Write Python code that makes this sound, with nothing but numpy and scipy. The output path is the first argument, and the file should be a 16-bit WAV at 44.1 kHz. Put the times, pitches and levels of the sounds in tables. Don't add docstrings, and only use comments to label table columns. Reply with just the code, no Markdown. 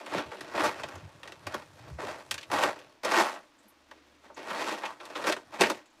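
import sys
import numpy as np
from scipy import signal
from scipy.fft import rfft, irfft
from scipy.io import wavfile

SR = 44100
rng = np.random.default_rng(int(sys.argv[2]) if len(sys.argv) > 2 else 0)


def attenuation_scalar(level_db):
    decades = np.asarray(level_db, float) / 20
    return 10 ** decades


def dump_mix(stems):
    frames = np.atleast_2d(stems).T
    limited = np.clip(frames, -1, 1)
    pcm = np.round(limited * 32767).astype(np.int16)
    wavfile.write(sys.argv[1], SR, pcm)


N = 264600


def at_hz(points, hz):
    point_hz, level_db = np.transpose(points)
    return np.interp(np.log(hz), np.log(point_hz), level_db)


def in_time(rows):
    s, *columns = np.transpose(rows)
    return [np.interp(np.arange(N) / SR, s, column) for column in columns]


def rms_one(x):
    return x / np.sqrt(np.mean(x ** 2) + 1e-20)


def band(x, low_hz, high_hz):
    high_hz = min(high_hz, .45 * SR)
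    return signal.sosfilt(signal.butter(2, [low_hz, high_hz], "band", fs=SR, output="sos"), x)


def drift(rate_hz):
    r = np.exp(-2 * np.pi * rate_hz / SR)
    wander = signal.lfilter([1], [1, -2 * r, r * r], rng.standard_normal(N + SR))
    return rms_one(wander[SR:])


def grains(per_s, spread_db):
    sizes = attenuation_scalar(spread_db * np.minimum(rng.exponential(1, N), 4))
    sizes = sizes * rng.choice([-1, 1], N)
    hits = rng.random(N) < per_s / SR
    return rms_one(sizes * hits + 1e-9)


def swells(rows, rest_db):
    s, peak_db, rise, hold, fall = np.transpose(rows)[:, :, None]
    t = np.arange(0, N + 64, 32) / SR
    before = (s - t) / np.maximum(rise, .004)
    after = (t - s - hold) / np.maximum(fall, .004)
    away = np.maximum(np.maximum(before, after), 0)
    rounding = 1.19
    power = np.sum(attenuation_scalar(peak_db - 20 * away ** rounding) ** 2, axis=0)
    moving_db = np.interp(np.arange(N) / SR, t, 10 * np.log10(power + 1e-30))
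    return 10 * np.log10(attenuation_scalar(moving_db) ** 2 + attenuation_scalar(rest_db) ** 2)


# f/Hz, level/dB per Hz
ROOM_AIR = [(20, -7), (45, -4), (70, -26), (150, -28), (200, -4), (310, 9), (400, -9), (1000, -3),
            (2000, -7), (4000, -10.5), (6300, -16.5), (10000, -34), (13000, -36), (16000, -23)]


def room_noise():
    hz = np.maximum(np.fft.rfftfreq(N, 1 / SR), 1)
    air = irfft(rfft(rng.standard_normal(N)) * attenuation_scalar(at_hz(ROOM_AIR, hz)), N)
    level_db = -65 + 0.32 * drift(1)
    return attenuation_scalar(level_db) * rms_one(air)


# t/s of the height, rolling level/dB, rise/s per 20 dB, fall/s per 20 dB, bite/dB
PAW_STROKES = [(0.188, -37.5, .08, 0.01, -1.2), (.42, -58, 1.5, 0.53, 3.5), (0.663, -27, 0.1336, 0.07, -5),
               (.8, -48, 0.5, 0.39, -1.5), (1.242, -54.5, -0.04, 0.22, -1), (1.552, -42, 0.13, 0.08, -5),
               (1.873, -54.5, .15, 0.07, -2), (2.035, -27, -0.05, -0.01, -22),
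               (2.64, -25.5, 0.0469, -0.1278, -1.5), (2.76, -57.5, -3.5, 0.2, 2.5),
               (3.125, -26.5, 0.0471, 0.14, -6.5), (3.176, -23, 0.0741, 0.1429, -4.5),
               (3.34, -69, -6, 0.16, -21), (4.609, -37, 0.1528, 0.26, -2), (4.721, -37, 0.17, 0.09, -1),
               (4.853, -36, .08, .1, -9), (5.1, -50, -0.3, 0.14, -2), (5.272, -28.5, 0.02, 0.075, -0.2),
               (5.35, -48, 0.37, 0.05, -17), (5.555, -42, 0.05, .06, -3.5), (5.61, -26, -0.012, 0.03, 7.5),
               (5.66, -37, 0.07, .12, 1.4), (5.719, -40.5, 0.05, 0.0066, 4.5),
               (4.521, -37, 0.1067, 0.24, -5)]
# t/s, rolling level/dB, hold/s, fall/s per 20 dB, bite/dB
PAW_LANDINGS = [(0.0, -42.5, 0.0031, 0.07, -5.5), (0.077, -44, 0.03, 0.2, -5.5),
                (0.144, -36, 0.036, 0.07, 0), (0.346, -42, 0.0094, -0.23, -5),
                (5.597, -34.5, 0.015, 0.01, -2), (.32, -49.5, 0.0089, -0.37, 0),
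                (0.553, -34.5, .09, 0.0663, -3), (1.463, -59.5, .01, 0.02, 9.5),
                (1.997, -37.5, 0.1, 0.12, -8), (2.197, -49.5, 0.03, -0.5, -8),
                (2.328, -46, .02, 0.06, -18.6), (2.523, -28.5, 0.14, 0.0838, -8),
                (3.047, -34.5, 0.14, 0.09, -4.5), (3.917, -68.5, 0.018, 0.3, 4.5),
                (4.237, -57, 0.059, -7, -7), (4.371, -45.5, 0.033, 0.24, -4),
                (5.008, -46.5, 0.04, 0.43, -9), (5.157, -38, 0.081, 0.18, -8)]
# t/s, level/dB
CREEPING = [
    (0, -65),
    (1.1, -65),
    (2.3, -62),
    (2.9, -68),
    (3.02, -78),
    (3.5, -70.5),
    (4.2, -72),
    (5.5, -68),
    (5.87, -78),
    (6, -66),
]
CREEP_BALANCE = [0, -2, -4.5, -3.5]
# level/dB over rolling, share of the bite, extra dB per dB above firm
STROKE_BALANCE = [
    (0.5, 1.49, -0.1),
    (0, 0.18, 0),
    (-1.14, 1.21, -0.02),
    (-8.5, 1.05, 0.14),
]
LANDING_BALANCE = [
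    (2.5, 1.04, 0),
    (-1, 0.18, 0.22),
    (-1, 1.03, 0.049),
    (-14.5, 0.18, .06),
]


def paw_levels():
    firm_db, landing_rise_s = -35, .015
    creep_db = in_time(CREEPING)[0]
    levels = []
    for pull, land, rest_db in zip(STROKE_BALANCE, LANDING_BALANCE, CREEP_BALANCE):
        rows = []
        for s, db, rise, fall, bite in PAW_STROKES:
            rows.append((s, db + np.dot(pull, [1, bite, db - firm_db]), rise, 0, fall))
        for s, db, hold, fall, bite in PAW_LANDINGS:
            rows.append((s, db + np.dot(land, [1, bite, db - firm_db]), landing_rise_s, hold, fall))
        levels.append(swells(rows, creep_db + rest_db))
    return levels


def rolling():
    clumps = attenuation_scalar(1.2 * drift(30)) * attenuation_scalar(0.5 * drift(190))
    knocks = grains(2000, spread_db=3.5)
    ticks = .35 * grains(90, spread_db=3.0)
    dust = .7 * rng.standard_normal((2, N))
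    sources = [rms_one(clumps * (knocks + ticks + fine)) for fine in dust]
    return sources, [level_db - 0.8 for level_db in paw_levels()]


# t/s, peak level/dB, body level/dB over peak, wall ring f/Hz
HANDFULS = [(.0616, -27, -1.5, 1540), (.1296, -41, -5, 1420), (.576, -23, 7.5, 1900),
            (.8335, -20.5, -2.5, 1890), (1.231, -27.5, -9.5, 1770), (1.275, -27, -11, 1900),
            (1.3199, -28.5, -7.5, 1940), (2.379, -19, -19, 1700), (2.4109, -30, -19, 4870),
            (2.4293, -26.5, -16.5, 2070), (2.4995, -32, 7, 1760), (3.2824, -37, -33, 1430),
            (3.9115, -33, -1.5, 2150), (4.8549, -20.5, -31.5, 1880), (5.3224, -9.5, -11, 1830),
            (5.364, -26.5, 2, 1640), (5.538, -36, 3.5, 1450), (1.62, -37, 2, 1400), (3.261, -38, -6, 1550),
            (3.324, -38, 7, 1500)]
HARD_CRACKS = [(.4075, -25, -2, 1850), (.7967, -31, 4.5, 1480), (.885, -32, 1, 1240), (.9537, -34, 3, 1210),
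               (1.4681, -24.5, 1, 1500), (1.542, -23, 5, 1430), (2.31, -12, -12, 3150),
               (2.341, -21, -9.5, 3170), (2.5146, -21.5, 2, 1270), (2.7886, -37, -17.5, 1850),
               (3.033, -29, 1.5, 1210), (3.048, -15, -1, 1880), (3.208, -26, 10, 1570),
               (5.0532, -30, -26, 1390), (5.6094, -15.5, 3.5, 2520), (5.699, -15, -0.5, 1430),
               (5.8571, -45.5, -16, 1240)]
SOFT_THUMPS = [(.121, -36, 14.5, 1450), (.3163, -31.5, 1.5, 1840), (.542, -43, 24, 1980),
               (1.984, -43.5, 19, 1940), (2.698, -36, -5, 1620), (3.1174, -20.5, -9, 1400),
               (3.3574, -35, 2, 1260), (4.299, -54.5, 20, 1370), (4.377, -38, 3, 1400),
               (4.5057, -27, 6.3, 1460), (4.834, -22.5, 1.8, 2150), (5.0, -30, -4.5, 1840),
               (5.153, -21, -2.5, 1270), (5.24, -19.5, -3, 1750), (5.6351, -6.5, -10, 1740)]


def flung():
    kinds = [(HARD_CRACKS, -1.3, 0.056), (HANDFULS, -10, .055), (SOFT_THUMPS, -20.5, 0.098)]
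    return [(s, peak_db, body_db, grit_db, t60, hz)
            for rows, grit_db, t60 in kinds for s, peak_db, body_db, hz in rows]


def rattles():
    gains = np.full((4, N), 1e-7)
    t = np.arange(SR // 4) / SR
    knocks = grains(7600, spread_db=2.5)
    attack = 1 - np.exp(-t / 0.00055)
    for s, peak_db, body_db, grit_db, t60, hz in flung():
        i = round(s * SR)
        knocks[i + 15] = 6.0
        zones = [(body_db - 3.0, 1.4), (body_db + 0.5, 1.2), (0, 1), (grit_db, .8)]
        for z, (level_db, linger) in enumerate(zones):
            shape = attack * attenuation_scalar(-60 * t / (max(t60, .01) * linger))
            gains[z, i:i + len(t)] += (attenuation_scalar(peak_db + level_db - 14) * shape)[:N - i]
    return [knocks, knocks], 20 * np.log10(gains)


# f/Hz, level/dB per Hz
PELLET_TONE = [(70, -44), (130, -24), (220, -11), (360, -5.5), (500, -1.5), (870, -6.5), (1300, -4.5),
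               (2100, -6), (5000, -12.5), (10400, -23), (11800, -27), (15500, -34)]
ZONE_CENTRES = [420, 1000, 2800, 8500]


def coloured(layers):
    edges = 70 * 2 ** np.arange(0, 8.1, .4)
    centres = np.sqrt(edges[1:] * edges[:-1])
    density_db = at_hz(PELLET_TONE, centres)
    power = attenuation_scalar(density_db) ** 2 * np.diff(edges)
    zone = np.digitize(centres, [700, 1500, 5000])
    zone_db = [10 * np.log10(power[zone == z].sum() * 2.2 / SR) for z in range(4)]
    patches = 1.3 * drift(18)
    out = np.zeros(N)
    for k, hz in enumerate(centres):
        place = np.interp(np.log(hz), np.log(ZONE_CENTRES), np.arange(4))
        low = min(int(place), 2)
        up = place - low
        patch_db = np.roll(patches, k * N // len(centres))
        drive = 0
        for sources, levels_db in layers:
            low_db = levels_db[low] - zone_db[low]
            high_db = levels_db[low + 1] - zone_db[low + 1]
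            blend_db = (1 - up) * low_db + up * high_db
            drive = drive + sources[k % 2] * attenuation_scalar(blend_db + density_db[k] + patch_db)
        out += band(drive, edges[k], edges[k + 1]) * (-1) ** k
    return out


# f/Hz, width/Hz, boost level/dB
TUB_MODES = [(220, 40, 4), (315, 30, 3), (370, 40, 4), (460, 60, -4), (600, 80, 4), (520, 60, -4),
             (690, 40, -2), (750, 60, -3), (900, 120, 5), (1030, 90, 4), (1440, 90, 2), (1830, 120, .3),
             (2600, 200, 3)]


def tub(x):
    for hz, width_hz, boost_db in TUB_MODES:
        r = np.exp(-np.pi * width_hz / SR)
        poles = [1, -2 * r * np.cos(2 * np.pi * hz / SR), r * r]
        ring = signal.lfilter([(1 - r * r) / 2, 0, (r * r - 1) / 2], poles, x)
        x = x + (attenuation_scalar(boost_db) - 1) * ring
    return attenuation_scalar(-1.5) * band(x, 148, 26000)


def wall_rings():
    out = np.zeros(N)
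    t = np.arange(SR // 10) / SR
    attack = 1 - np.exp(-t / 0.0017)
    for s, peak_db, body_db, grit_db, t60, hz in flung():
        i = round(s * SR)
        swell = attack * attenuation_scalar(peak_db - 16.5 - 60 * t / (0.7 * max(t60, .01)))
        out[i:i + len(t)] += (swell * np.sin(2 * np.pi * hz * t))[:N - i]
    return out


def reverb(x, t60, cut_hz):
    t = np.arange(SR // 2) / SR
    tail = band(rng.standard_normal(len(t)), 67, cut_hz)
    tail = tail * attenuation_scalar(-60 * t / t60) * (1 - np.exp(-t / 0.0018))
    return signal.fftconvolve(x, tail / np.sqrt(np.sum(tail ** 2)))[:N]


# t/s, level/dB, rise/s per 20 dB, fall/s per 20 dB
WEIGHT_SHIFTS = [(.17, -46, 0.056, .045), (.28, -43.5, 0.032, 0.03), (.45, -54.5, 0.054, .05),
                 (.56, -61, .06, .3), (.68, -52, 0.22, 0.083), (.82, -55, 0.079, 0.16),
                 (.97, -56, .08, 0.063), (1.045, -51, .06, 0.087), (1.17, -58, 0.094, 0.062),
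                 (1.44, -61, 0.13, 0.24), (1.6, -57.5, 0.7, 0.038), (1.74, -71, 0.092, .4),
                 (1.95, -49.5, 0.36, 0.18), (2.12, -54.5, .4, .08), (2.34, -57, 0.13, 0.13),
                 (2.52, -49, 0.042, 0.26), (2.87, -72.5, .06, .08), (3.04, -63, 0.027, 0.36),
                 (4.61, -64, 0.29, 0.25), (4.7, -74.5, .2, 1.2), (5.3, -63, 0.29, 0.15),
                 (5.46, -64, 0.026, 0.19), (5.63, -54.5, 0.054, 0.16)]


def steps():
    thud = rms_one(band(band(rng.standard_normal(N), 78, 158), 40, 213))
    rows = np.insert(WEIGHT_SHIFTS, 3, 0, axis=1)
    level_db = swells(rows, rest_db=-83) + 0.5 * drift(7.2)
    return attenuation_scalar(level_db) * thud


# t/s of the middle, level/dB, f/Hz, length/s
FOOTFALLS = [(.17, -43.5, 183, .05), (.28, -67, 98, 0.066), (.97, -48, 91, .08), (1.039, -50, 148, 0.034),
             (1.061, -49.5, 90, 0.059), (1.165, -58, 156, 0.041), (1.48, -49.5, 100, .08),
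             (1.92, -46, 134.4, 0.04), (3.189, -31, 340, .05), (2.038, -40, 408, 0.03),
             (1.943, -44, 75.6, 0.0784), (3.665, -65.5, 215, 0.05), (5.615, -36, 190, .04)]


def thuds():
    out = np.zeros(N)
    for s, level_db, hz, length in FOOTFALLS:
        count = round(length * SR)
        i = round(s * SR) - count // 2
        flex = 2 * np.sin(2 * np.pi * hz * np.arange(count) / SR)
        out[i:i + count] += attenuation_scalar(level_db) * np.hanning(count) * flex
    return out


# t/s, level/dB, f/Hz, width/Hz, length/s
NOSE_PUFFS = [
    (1.62, -75.5, 9000, 60, 0.23),
    (1.745, -77, 11600, 120, .05),
    (3.583, -66.5, 7640, 1500, 0.045),
    (3.679, -60, 11400, 3500, 0.043),
    (4.343, -56, 6740, 1200, 0.023),
    (5.855, -65, 7040, 1200, 0.035),
    (5.9, -70, 6800, 1210, 0.036),
]


def sniffs():
    out = np.zeros(N)
    air = rng.standard_normal(SR // 2)
    for s, level_db, hz, width_hz, length in NOSE_PUFFS:
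        i = round(s * SR)
        t = np.arange(round(length * SR)) / (length * SR)
        puff = rms_one(band(air, hz - width_hz / 2, hz + width_hz / 2)[-len(t):])
        out[i:i + len(t)] += attenuation_scalar(level_db) * puff * np.minimum(t / 0.11, 1) * (1 - t)
    return out


# t/s, level/dB
MOTOR_SWELL = [
    (3.6, -100),
    (3.78, -77),
    (4.05, -73),
    (4.42, -77),
    (4.55, -100),
]


def hum():
    phase = 2 * np.pi * 73.5 * np.arange(N) / SR + 0.34 * drift(3.3)
    return attenuation_scalar(in_time(MOTOR_SWELL)[0]) * np.sqrt(2) * np.sin(phase)


def scene():
    litter = tub(coloured([rolling(), rattles()])) + wall_rings()
    nook = attenuation_scalar(-13) * reverb(litter, .08, cut_hz=14000)
    room = attenuation_scalar(-17.0) * reverb(litter, 0.12, cut_hz=12000)
    cat = steps() + thuds() + sniffs()
    return (litter + nook + room + cat + hum() + room_noise())[None]


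def roll_off(x):
    return signal.sosfilt(signal.butter(12, 16110, fs=SR, output="sos"), x)


def record(dry):
    mix = signal.sosfilt(signal.cheby2(12, 70, 16520, fs=SR, output="sos"), dry)
    return roll_off(mix)


dry = scene()
out = record(dry)
dump_mix(out)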